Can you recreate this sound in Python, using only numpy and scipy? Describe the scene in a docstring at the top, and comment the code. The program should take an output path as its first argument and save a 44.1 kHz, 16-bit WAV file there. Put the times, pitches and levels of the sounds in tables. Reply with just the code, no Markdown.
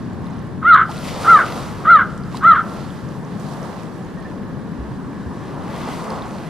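"""Gull over a harbour quay

A gull gives four short yelps. Its voice arches up and down through a throat that favours fixed pitches,
clear at the top and hoarse at both ends, and echoes off the walls. Small waves slosh, fizz, drip and
slap at the quay over a low rumble, and two faint peeps come from far off."""
import sys
import numpy as np
from scipy import signal
from scipy.fft import rfft, irfft, next_fast_len
from scipy.io import wavfile
from scipy.ndimage import uniform_filter1d

SR = 44100
rng = np.random.default_rng(int(sys.argv[2]) if len(sys.argv) > 2 else 0)


def wav_record(signal):
    """Record a signal, one row per channel, as 16-bit PCM in the file named by sys.argv[1]."""
    frames = np.transpose(np.atleast_2d(signal))
    bounded = np.clip(frames, -1, 1)
    # unit amplitude maps onto the largest positive 16-bit level
    quanta = np.round(bounded * 32767).astype(np.int16)
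    wavfile.write(sys.argv[1], SR, quanta)


N = 286209

# how a yelp fades in: (time from when the voice turns clear [s], level against that moment [dB])
FADE_IN = [(-.045, -27), (-.03, -17), (-.009, -11), (0, 0)]
# how a yelp dies away: (time after its hoarse tail [s], level against the tail [dB])
FADE_OUT = [(.016, -5), (.03, -18), (.05, -21)]
# how alike left and right are in the slosh and rumble: (frequency [Hz], likeness [0-1])
LIKENESS = [(30, .15), (60, .4), (130, .65), (290, .78), (630, .82), (1370, .75), (3000, .6), (6500, .25),
            (14000, .1)]


def gull():
    """Four yelps and their echo, gently squeezed where they are loudest."""
    # (turns clear at [s], climb [s], fall [s], swell ends [s], hold ends [s], tail ends [s],
    #  top pitch [Hz], level on clearing [dB], loud level [dB], tail level [dB],
    #  boost of the lowest tone [dB], voice crack [dB]); the three ends count from turning clear
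    yelps = [(.655, .036, .118, .068, .09, .165, 714, -11.5, -2, -10.5, 0, 13),
             (1.28, .021, .13, .035, .078, .143, 698, -8, -3, -14, -1.5, 0),
             (1.878, .033, .123, .03, .082, .147, 702, -9, -3, -15.5, 10, 0),
             (2.448, .034, .112, .05, .072, .15, 692, -7.5, -3.5, -16, 10, 0)]
    calls = np.zeros(N)
    for s, *settings in yelps:
        voice = yelp(*settings)
        start = int((s + FADE_IN[0][0]) * SR)
        calls[start:start + len(voice)] += voice
    sound = calls + wall_echo(calls)
    loudness = abs(signal.hilbert(sound, next_fast_len(N)))[:N]
    ceiling = .89
    squeezed = sound / (1 + (loudness / ceiling) ** 8) ** (1 / 8)
    buzz = undb(-18.5) * loudness ** 3 * squeezed ** 7  # the loudest parts buzz at three times their pitch
    return low_pass(squeezed + buzz, hz=4300)


def yelp(climb, fall, swell, hold, tail, top_hz, clear_db, loud_db, tail_db, lowest_db, crack_db):
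    """A pulsing voice swells, breaks into a hoarse tail and sounds through the throat and open bill."""
    # how strongly the throat and bill pass each pitch: (frequency [Hz], gain [dB])
    throat = [(400, -48.5), (650, -31.5), (880, -27.5), (1050, -6.5), (1300, 6), (1550, -0.5),
              (1800, -14.5), (2100, -15.5), (2500, -34.5), (2900, -29), (3500, -33.5), (3850, -38),
              (4200, -42.5)]
    # the voice catches twice as it slips down: (time after the hold [s], depth [0-1], length [s])
    catches = [(.007, .4, .003), (.024, .62, .0035)]
    t = np.arange(FADE_IN[0][0], tail + FADE_OUT[-1][0], 1 / SR)
    hz = pitch_arch(t, climb, fall, top_hz)
    levels = [(s, clear_db + db) for s, db in FADE_IN]
    levels += [(swell, loud_db - 1), (hold, loud_db), (hold + .027, tail_db), (tail, tail_db)]
    levels += [(tail + s, tail_db + db) for s, db in FADE_OUT]
    harmonics = np.arange(1, 11)[:, None]  # tones at 1 to 10 times the pitch
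    pulses = voice_pulses(t - hold, hz, harmonics, lowest_db, crack_db)
    throat_gain = np.sqrt(np.sum(undb(2 * curve_by_octave(throat, harmonics * hz)), axis=0) / 2)
    pulses *= undb(curve(levels, t)) / throat_gain  # evens out the throat's effect on loudness
    for s, depth, length in catches:
        pulses *= 1 - depth * np.exp(-((t - hold - s) / length) ** 2)
    pulses *= np.clip(np.minimum(t - t[0], t[-1] - t) / .012, 0, 1)  # no click at either end
    colour = undb(curve_by_octave(throat, np.fft.rfftfreq(len(t), 1 / SR)))
    return irfft(rfft(pulses) * colour, len(t))


def pitch_arch(t, climb, fall, top_hz):
    """The pitch climbs from rest to its top and falls back; the muscles round off every turn."""
    rest_hz, head_start_s = 436, .034
    to_climb = np.clip((climb - t) / (climb + head_start_s), 0, 1)
    fallen = np.clip((t - climb) / fall, 0, 1)
    hz = top_hz - (top_hz - rest_hz) * (to_climb ** 1.8 + fallen ** 1.33)
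    return uniform_filter1d(hz, size=600)


def voice_pulses(since_hold, hz, harmonics, lowest_db, crack_db):
    """The voice's pulses shake in pitch and size when hoarse; a crack flares the top harmonics."""
    size, crack_s = len(hz), .018
    hoarse = hoarseness(since_hold, crack_db)
    shake = wander(500, size)
    shake -= uniform_filter1d(shake, size=700)  # cycles vary, the average pitch holds
    flutter = .012 * np.sin(2 * np.pi * 90 * yelp_clock(size))
    jitter = .2 * hoarse * shake + flutter
    phase = 2 * np.pi * np.cumsum(hz * (1 + jitter)) / SR
    # higher harmonics come from the sharp edge of each cycle and break up first
    unsteady = np.clip(.4 * hoarse + .17 * (harmonics - 1.9) * (harmonics > 2), .4 * hoarse, .85)
    ragged = np.array([wander(120 * k, size) for k in harmonics.flat])
    strength = np.sqrt(1 - unsteady ** 2) + unsteady * ragged
    strength[0] *= undb(lowest_db)
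    strength[5:] *= undb(crack_db * np.exp(-((since_hold + crack_s / 2) / crack_s) ** 2))
    return (strength * np.cos(harmonics * phase)).sum(axis=0)


def hoarseness(since_hold, crack_db):
    """The voice starts rough, clears, then turns rough again, more so after a crack."""
    # the rough start: (time from turning clear [s], hoarseness [0-1])
    rough_start = [(-.014, .8), (-.004, .07)]
    # the rough tail: (time from the end of the hold [s], hoarseness [0-1])
    rough_tail = [(-.033, .09), (0, .11), (.03, .32), (.07, .48)]
    t = yelp_clock(len(since_hold))
    hold = t[0] - since_hold[0]
    ending = [(hold + s, rough + .011 * crack_db * (s >= 0)) for s, rough in rough_tail]
    return curve(rough_start + ending, t)


def yelp_clock(size):
    """Seconds through a yelp, with zero where the voice turns clear."""
    return FADE_IN[0][0] + np.arange(size) / SR


def wall_echo(sound):
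    """The harbour walls answer quickly; a fainter, longer echo returns from across the basin."""
    t = np.arange(SR) / SR
    fade = die_away(t, ring_s=.21) + undb(-21.5) * die_away(t, ring_s=1.23)
    echo = rng.standard_normal(SR) * fade * (t > .01)
    return undb(-12.5) * signal.fftconvolve(sound, echo / np.linalg.norm(echo))[:N]


def waves():
    """Each small wave builds to its crest and drains away, driving foam, slosh and droplets."""
    # (crest time [s], fizz [dB], spray over fizz [dB], slosh [dB], left minus right [dB],
    #  time to gain the last 10 dB [s], time to lose the first 10 dB [s])
    wavelets = [(.3, -52, -5, -38.5, -9, .4, .3), (.9, -53, 20, -39, -1, .015, .5),
                (1.05, -43, 21, -33, -1, .09, .45), (1.31, -39, 15, -25, -1, .2, .28),
                (1.56, -47, 18, -31, -1, .15, .2), (1.86, -57, 0, -33, 0, .2, .3),
                (2.37, -44, 18, -35, -5, .035, .03), (2.5, -53, 15, -36, -5, .3, .3),
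                (2.74, -55, 21, -35, -7, .2, .45), (3.4, -56, 18, -43, -11, .02, .6),
                (3.66, -60, 21, -33, -12, .35, .25), (4.15, -56, -8, -42, -12, .5, .9),
                (5.5, -56, 13, -40, 3, .1, .4), (5.9, -44.5, 14, -28.5, 2, .38, .3),
                (6.11, -49, 13, -31, 0, .15, .2), (6.42, -51, 16, -35, -6, .2, .4)]
    # calm water: (fizz [dB], spray over fizz [dB], slosh [dB], left minus right [dB])
    calm = (-63, -10, -47, -12)
    t = np.arange(N) / SR
    swells = [(np.ones(N), *calm)]
    for crest, *levels, build, drain in wavelets:
        swells.append((undb(-10 * np.maximum((crest - t) / build, (t - crest) / drain)), *levels))
    fizz_power, spray_power, slosh_power = 0, 0, 0
    for swell, fizz_db, spray_db, slosh_db, pan_db in swells:
        sides = (swell * undb(fizz_db + np.array([[pan_db], [-pan_db]]) / 2)) ** 2
        fizz_power += sides
        spray_power += sides * undb(2 * spray_db)
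        slosh_power += (swell * undb(slosh_db)) ** 2
    return foam(fizz_power, spray_power) + slosh(slosh_power) + droplets(fizz_power)


def foam(fizz_power, spray_power):
    """Tiny bubbles burst in clusters: a coarse fizz with fine spray above it."""
    # tone colour of the foam: (frequency [Hz], level [dB])
    colour = [(1180, -33), (2000, 4), (2140, -1), (4500, -9), (7120, -19), (11600, -25), (13800, -34),
              (14700, -37.5)]
    # how alike its left and right are: (frequency [Hz], likeness [0-1])
    likeness = [(1000, .93), (3500, .95), (5000, .8), (7000, .65), (10000, .72), (13000, .55)]
    fizz, spray = split(stereo_noise(colour, likeness, crackle_db=2, flicker_db=1.4, flicker_hz=16), 7000)
    clusters = undb(1.1 * wander(18))
    return clusters * (np.sqrt(fizz_power) * fizz + np.sqrt(spray_power) * spray)


def slosh(power):
    """Water washes against the quay with each wave."""
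    # tone colour of the slosh: (frequency [Hz], level [dB])
    colour = [(210, -7), (350, -4), (390, -6.5), (441, -3), (1090, -3.5), (1390, -10.5), (2500, -29),
              (3250, -37.5), (5500, -120)]
    return np.sqrt(power) * stereo_noise(colour, LIKENESS, crackle_db=1.75, flicker_db=1.9, flicker_hz=7.8)


def droplets(fizz_power):
    """Each droplet is a short ping; a few stand out from a shower whose level follows the fizz."""
    # the clear drops: (time [s], level [dB], pitch [Hz], left minus right [dB], length [cycles])
    clear_drops = [(.9196, -29, 3130, -4, 3.4), (.9789, -27, 3924, 1, 4), (.9879, -30, 8550, 2.5, 4.7),
                   (1.0313, -32, 3013, -1, 4), (1.8624, -33, 3180, 0, 3.6), (2.1782, -29, 7150, .5, 1.7),
                   (2.2361, -36, 4490, -2, 4), (2.3538, -31, 3430, -6, 3.5), (2.3718, -23.5, 4260, -6, 3.5),
                   (2.3718, -27, 6890, -3, 3), (2.4386, -33, 7190, .5, 3.6), (2.9045, -34, 3150, -5, 4.6),
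                   (3.09, -38, 5600, -7, 3), (3.25, -38, 5800, -7, 3), (3.3984, -33, 6900, -7, 2.5),
                   (3.6299, -34, 5520, -7, 4), (5.7551, -34, 3100, 4, 4), (5.8179, -33, 3380, 4, 4),
                   (6.1008, -33, 9250, 2, 4), (6.1043, -24.5, 4650, 2.5, 4),
                   (6.2215, -29.5, 3670, 1.5, 5.8), (6.3846, -34, 4220, -4.5, 4)]
    drops_per_s = 160
    when, size, pitch, side, length = rng.random((int(drops_per_s * N / SR), 5)).T
    times = when * N / SR
    fizz_db = 10 * np.log10(fizz_power.mean(axis=0))
    levels = fizz_db[(times * SR).astype(int)] - 2.5 + 11 * size ** 2
    shower = zip(times, levels, 2200 * 5.5 ** pitch, 8 * (side - .5), 2 + 7.4 * length)
    out, t = np.zeros((2, N + SR)), np.arange(300) / SR
    for s, db, hz, pan_db, cycles in [*clear_drops, *shower]:
        age = t * hz / cycles
        outline = undb(db) * 3 * age * np.exp(1 - 3 * age)
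        ping = outline * np.sin(2 * np.pi * hz * t * (1 + .03 * age))
        span = int(s * SR) + np.arange(len(t))
        out[0, span + 1] += undb(pan_db / 2) * ping  # left is one sample late
        out[1, span] += undb(-pan_db / 2) * ping
    return out[:, :N]


def bubbles():
    """Two bubbles ring, rising in pitch as they fade."""
    # (time [s], level [dB], pitch [Hz], ring time [s])
    plops = [(0.891, -19.5, 770, 0.074), (2.345, -15.5, 890, 0.031)]
    return ringing_tones(plops, glide=.51, rise_s=.0012)


def slaps():
    """Water slaps dully under the quay."""
    # (time [s], level [dB], pitch [Hz], ring time [s])
    thuds = [(4.788, -19.5, 62.6, 0.33), (4.905, -17, 136, 0.18), (5.261, -16, 78.1, 0.13)]
    return ringing_tones(thuds, glide=.044, rise_s=.006)


def far_peeps():
    """Two faint peeps from far off, roughened by moving air."""
    # (time [s], level [dB], pitch [Hz], ring time [s])
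    peeps = [(4.1733, -35, 1840, 0.18), (4.2492, -38, 1770, 0.21)]
    return (1 + .6 * wander(120)) * ringing_tones(peeps, glide=.001, rise_s=.0035)


def rumble():
    """A low rumble whose bass drifts slowly in level under a soft hiss."""
    # tone colour of the rumble: (frequency [Hz], level [dB])
    colour = [(12, -41), (20, -17.5), (59, -10), (154, 0.5), (202, -1), (719, -24.5), (1120, -22.5),
              (1280, -30), (1740, -26.5), (2170, -42.5), (9080, -53), (12000, -56), (14500, -77)]
    # loudness of its bass: (time [s], level [dB])
    bass_levels = [(0, -31.5), (.8, -33), (1.3, -32), (1.9, -30.5), (2.5, -33.5), (3.3, -36), (4.6, -34),
                   (5.5, -34), (6.49, -36)]
    bass, hiss = split(stereo_noise(colour, LIKENESS, crackle_db=0, flicker_db=1.12, flicker_hz=1.9), 260)
    return undb(curve(bass_levels, np.arange(N) / SR)) * unit(bass) + undb(-25.5) * hiss


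def stereo_noise(colour, likeness, crackle_db, flicker_db, flicker_hz):
    """Left and right noise of a given tone colour; each octave flickers on its own."""
    # which side is louder: (frequency [Hz], left minus right [dB])
    balance = [(60, 3.5), (110, 5), (200, 3), (370, 1), (680, 0.0), (1250, -2.5), (2300, 2), (4230, 2.5),
               (7770, 2), (14300, 2.5)]
    # the left side lags a little: (frequency [Hz], phase shift [radians])
    left_shift = [(100, -.3), (2000, -.3), (3200, -.1), (5500, -.7), (7000, -1.3), (10000, -1.8),
                  (14000, -2.4)]
    hz = np.fft.rfftfreq(N, 1 / SR)
    grains = undb(crackle_db * rng.exponential(size=(3, N // 8 + 1))).repeat(8, axis=1)[:, :N]
    both, left, right = rfft(grains * rng.standard_normal((3, N)))
    alike = curve_by_octave(likeness, hz)
    lean = undb(curve_by_octave(balance, hz) / 2)
    lag = np.exp(1j * curve(left_shift, hz))
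    pair = np.array([(np.sqrt(alike) * both * lag + np.sqrt(1 - alike) * left) * lean,
                     (np.sqrt(alike) * both + np.sqrt(1 - alike) * right) / lean])
    low_hz, high_hz = colour[0][0], colour[-1][0]
    pair *= undb(curve_by_octave(colour, hz)) * (hz >= low_hz) * (hz <= high_hz)
    octave, out = np.log2(np.maximum(hz, 1)), 0
    for centre in range(int(np.log2(low_hz)), int(np.log2(high_hz)) + 2):
        band = pair * np.clip(1 - abs(octave - centre), 0, 1)
        out += irfft(band, N) * undb(flicker_db * wander(flicker_hz))
    return unit(out)


def ringing_tones(table, glide, rise_s):
    """Tones that start quickly and climb in pitch as they fade."""
    out, t = np.zeros(N), np.arange(SR // 2) / SR
    for s, db, hz, ring_s in table:
        tone = np.sin(2 * np.pi * hz * (t + glide * t ** 2 / ring_s))
        tone *= undb(db) * (1 - np.exp(-t / rise_s)) * die_away(t, ring_s)
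        out[int(s * SR):int(s * SR) + len(t)] += tone
    return out


def die_away(t, ring_s):
    """A fade that loses 60 dB in ring_s."""
    return 1000 ** (-t / ring_s)


def wander(rate, size=N):
    """A smooth random wobble with about `rate` new values a second."""
    step = int(SR / rate)
    steps = np.repeat(rng.standard_normal(size // step + 1), step)
    return unit(uniform_filter1d(uniform_filter1d(steps, step), step)[:size])


def undb(db):
    """Turn decibels into a gain."""
    return 10 ** (np.asarray(db) / 20)


def unit(x):
    """Scale to an average power of 1."""
    return x / np.sqrt(np.mean(x ** 2))


def curve(table, x):
    """Join a table's points with straight lines."""
    return np.interp(x, *np.transpose(table))


def curve_by_octave(table, hz):
    """Join (frequency, value) points, with octaves evenly spaced."""
    points_hz, values = np.transpose(table)
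    return np.interp(np.log(np.maximum(hz, 1)), np.log(points_hz), values)


def low_pass(x, hz):
    """Steeply cut everything above hz."""
    return signal.sosfilt(signal.ellip(8, .2, 60, hz, fs=SR, output="sos"), x)


def split(x, hz):
    """The parts of a sound below and above hz."""
    below = signal.sosfiltfilt(signal.butter(1, hz, fs=SR, output="sos"), x)
    return below, x - below


def scene():
    """The gull, the water and the background together."""
    return gull() + waves() + bubbles() + slaps() + far_peeps() + rumble()


def record(dry):
    """Clip peaks at full scale and cut the highest treble."""
    return low_pass(np.clip(dry, -1, 1), hz=14700)


dry = scene()
out = record(dry)
wav_record(out)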